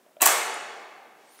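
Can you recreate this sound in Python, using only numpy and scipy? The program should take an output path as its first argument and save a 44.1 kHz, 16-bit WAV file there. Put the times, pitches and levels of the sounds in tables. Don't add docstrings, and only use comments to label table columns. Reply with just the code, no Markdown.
import sys
import numpy as np
from scipy import signal
from scipy.fft import rfft, irfft, next_fast_len
from scipy.io import wavfile

SR = 44100
rng = np.random.default_rng(int(sys.argv[2]) if len(sys.argv) > 2 else 0)


def to_wav(s):
    ch = np.atleast_2d(s).T
    pcm = np.round(np.clip(ch, -1, 1) * 32767)
    wavfile.write(sys.argv[1], SR, pcm.astype(np.int16))


N = 61739


def from_db(db):
    return 10 ** (np.asarray(db) / 20)


def rms_one(x):
    return x / np.sqrt(np.mean(x ** 2) + 1e-20)


def in_time(rows):
    times, *columns = np.transpose(rows)
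    return [np.interp(np.arange(N) / SR, times, column) for column in columns]


def filtered(x, hz, kind):
    return signal.sosfilt(signal.butter(2, hz, kind, fs=SR, output="sos"), x)


def drift(rate_hz):
    return rms_one(filtered(rng.standard_normal(N), rate_hz, "low"))


def body(force, modes):
    ringing = 0
    for k, (hz, db, t60) in enumerate(modes):
        radius = from_db(-60 / (t60 * SR))
        angle = 2 * np.pi * hz / SR
        top = [0, from_db(db) * np.sin(angle)]
        bottom = [1, -2 * radius * np.cos(angle), radius * radius]
        sign = (-1) ** k
        ringing = ringing + sign * signal.lfilter(top, bottom, force + 1e-18)
    return ringing


def air():
    # (frequency [Hz], relative level [dB])
    hush = [(24, -52), (40, -26), (112, -18.5), (226, -7), (491, -5.5), (1520, -13), (4240, -23),
            (4570, -23.5), (6020, -22), (16000, -24.5)]
    level_db = -62.5
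    points, db = np.transpose(hush)
    hz = np.maximum(np.arange(N // 2 + 1) * SR / N, 1)
    colour = from_db(np.interp(np.log(hz), np.log(points), db))
    noise = irfft(rfft(rng.standard_normal(N)) * colour, N)
    return from_db(level_db) * rms_one(noise)


def stairwell(x):
    # (frequency [Hz], level [dB], time to fall 60 dB in the slow part [s])
    echo_bands = np.array([(100, -26.5, 1.5), (210.3, -22.5, 3.5), (300, -17.5, 2.8), (450, -8.5, 2.16),
                           (660, -0.5, 2.03), (1200, -3.5, 1.73), (2000, -6.5, 1.68), (3200, -13, 1.41),
                           (4890, -20, 1.23), (7500, -11, 0.9), (10000, -18, 0.66), (12500, -17, 0.53),
                           (14570, -19.5, .3), (16100, -21, 0.17)])
    build_up_s, early_db, early_t60_s = 0.008, 0.5, 0.38
    t = np.arange(N) / SR
    white = rng.standard_normal((2, N))
    edges = 70 * 2 ** np.arange(0, 8.1, 1 / 3)
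    early = from_db(early_db - 60 * t / early_t60_s)
    echo = 0
    for k, (low, high) in enumerate(zip(edges, edges[1:])):
        middle = np.log(low * high) / 2
        db, t60 = [np.interp(middle, np.log(echo_bands[:, 0]), echo_bands[:, c]) for c in (1, 2)]
        band = filtered(white[k % 2], [low, high], "band")
        echo = echo + band * from_db(db) * (from_db(-60 * t / t60) + early)
    echo = echo * (1 - np.exp(-t / build_up_s))
    size = next_fast_len(2 * N)
    return irfft(rfft(x, size) * rfft(echo, size), size)[:N]


def handle():
    # (frequency [Hz], level [dB], time to fall 60 dB [s])
    handle_modes = [(1350, -0.5, .012), (2090, 0, 0.01), (3620, -9, .012), (5500, -8, .006),
                    (6700, -6, .006)]
    tick_s, tick_db = 1.3905, -44
    force = np.zeros(N)
    force[int(tick_s * SR)] = from_db(tick_db)
    return body(force, handle_modes)


def spring():
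    # (frequency [Hz], level [dB], time to fall 60 dB [s])
    spring_modes = [(7312, -7, 0.0043), (8600, -4, 0.0049), (9570, 5, 0.0082)]
    release_s, release_db = 0.5432, -32.5
    force = np.zeros(N)
    force[int(release_s * SR)] = from_db(release_db)
    return body(force, spring_modes)


def squeak_tone(hz, db):
    wobble, flutter_db = 0.005, 2.5
    level = from_db(db + flutter_db * drift(200))
    wavering_hz = hz * (1 + wobble * drift(420))
    return np.sqrt(2) * level * np.sin(2 * np.pi * np.cumsum(wavering_hz) / SR)


def hinge():
    # (time [s], frequency of the first listed overtone times 1.5 [Hz], level [dB])
    squeak = [(1.25, 7800, -92), (1.29, 8350, -84.5), (1.31, 8780, -71.5), (1.33, 9010, -70),
              (1.35, 9160, -66), (1.40, 9550, -77)]
    # (multiple of the base pitch, level added [dB])
    overtones = [(2, -12), (3, -3), (4, 1), (5, -2)]
    # (time [s], frequency [Hz], level [dB])
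    whistles = [
        [(1.255, 7760, -82), (1.27, 8140, -69), (1.29, 8580, -66), (1.31, 9140, -66), (1.335, 9470, -65.5),
         (1.355, 9500, -68), (1.372, 9200, -69), (1.4, 9320, -60)],
        [(1.30, 9800, -83), (1.33, 10080, -69), (1.35, 10050, -76), (1.36, 10600, -73), (1.40, 10620, -54.5)],
    ]
    # (time [s], level [dB])
    rub_levels = [(1.15, -76), (1.22, -67), (1.3, -63.5), (1.4, -61.5)]
    t = np.arange(N) / SR

    hz, db = in_time(squeak)
    base_hz = hz / overtones[1][0]
    squeal = sum(squeak_tone(base_hz * multiple, db + level) for multiple, level in overtones)
    squeal = squeal * (t > squeak[0][0])

    whistling = sum(squeak_tone(*in_time(rows)) * (t > rows[0][0]) for rows in whistles)

    rub = rms_one(filtered(rng.standard_normal(N), [1500, 7000], "band"))
    hiss = from_db(in_time(rub_levels)[0]) * rub * (t > rub_levels[0][0])
    return squeal + whistling + hiss


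def button():
    # (time [s], level [dB])
    taps = [(0.0630, -53.5), (0.0910, -66.5), (0.1670, -44.5)]
    # (frequency [Hz], level [dB], time to fall 60 dB [s])
    button_modes = [(677, 1.5, 0.018), (1330, -6, .02), (2456, -1, .015), (3150, -0.5, 0.023),
                    (3700, -2, .015)]
    soft_hz = 910
    force = np.zeros(N)
    for s, db in taps:
        force[int(s * SR)] = from_db(db)
    keep = np.exp(-2 * np.pi * soft_hz / SR)
    push = signal.lfilter([1 - keep], [1, -keep], force)
    swell = body(push, [(596, -22, 0.024)])
    return body(swell, button_modes[:1]) + body(push, button_modes[1:])


def bolt():
    # (time [s], level in the lock case [dB], level in the door [dB], decay time constant [ms])
    blows = [(0.2012, -42.5, -27.5, 12), (0.2107, -28.5, -40.5, 0.2), (0.2160, -23.5, -29.5, 0.86),
             (0.2178, -10, -29, 1.75), (0.2221, -22.5, -16.5, 1.227), (0.227, -14.5, -34.5, 1.2),
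             (0.2342, -20.5, -22.5, 1.56), (0.2565, -13, -22, 1.5), (0.2593, -12.5, -15, 1.8),
             (0.2623, -20.5, -24.5, 1.0), (0.2720, -14, -21.5, 1)]
    # (frequency [Hz], level [dB], time to fall 60 dB [s])
    case_modes = [(5870, -5, .008), (6100, -4, 0.011), (7090, 1.5, 0.0091), (7350, 0, .012),
                  (8060, 7.5, 0.0042), (8800, 3, 0.0035), (9050, 6.5, 0.004), (10140, 0, .006),
                  (11200, -2.5, 0.0074), (12260, 3.5, 0.0044), (12570, 1, .006), (13700, -13.5, 0.0035),
                  (14160, 3, .007), (15500, 0, .006)]
    # (frequency [Hz], level [dB], time to fall 60 dB [s])
    door_modes = [(75.4, -29.5, 0.14), (258.6, -23, .06), (421.2, -13, 0.046), (484, -8.5, 0.022),
                  (667, -2, 0.028), (760, -7, 0.07), (922, -1.5, .04), (1112, -4, 0.064),
                  (1308, -6.5, 0.017), (1726, -2.5, 0.014), (2010, -7, 0.049), (2606, 3.5, 0.014),
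                  (3350, -4.5, 0.0047), (3890, -3.5, 0.011)]
    clicks_per_s, click_spread_db = 11000, 3.0
    rise_share = 0.63
    crossover_hz = 4500
    crack_db = 3.5

    t = np.arange(N) / SR
    clicks = (rng.random(N) < clicks_per_s / SR) * 1.0
    clicks = clicks * from_db(click_spread_db * rng.standard_normal(N))
    clicks = clicks * rng.choice([-1, 1], N)

    on_case, on_door, knocks = np.zeros(N), np.zeros(N), np.zeros((2, N))
    for s, case_db, door_db, ms in blows:
        age = np.maximum(t - s, 0) * 1000 / ms
        burst = (1 - np.exp(-age / rise_share)) * np.exp(-age) * clicks
        burst = burst / np.sqrt(np.sum(burst ** 2) + 1e-20)
        on_case += from_db(case_db) * burst
        on_door += from_db(door_db) * burst
        knocks[:, np.argmax(np.abs(burst))] += from_db([case_db, door_db])

    case_knocks = filtered(knocks[0] + 1e-18, crossover_hz, "high")
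    door_knocks = filtered(knocks[1] + 1e-18, crossover_hz, "low")
    crack = from_db(crack_db) * filtered(on_case + 1e-18, crossover_hz, "high")
    clack = crack + body(on_case, case_modes) + body(on_door, door_modes)
    return clack, door_knocks - case_knocks


def scene():
    quiet_echo_db = -40.5
    clack, knocks = bolt()
    quiet = button() + spring() + hinge() + handle()
    echo = stairwell(knocks + from_db(quiet_echo_db) * quiet)
    mono = clack + quiet + echo + air()
    return np.array([mono, mono])


def record(dry):
    thin = filtered(dry, 160, "high")
    return signal.sosfilt(signal.cheby2(24, 80, 16200, fs=SR, output="sos"), thin)


dry = scene()
out = record(dry)
to_wav(out)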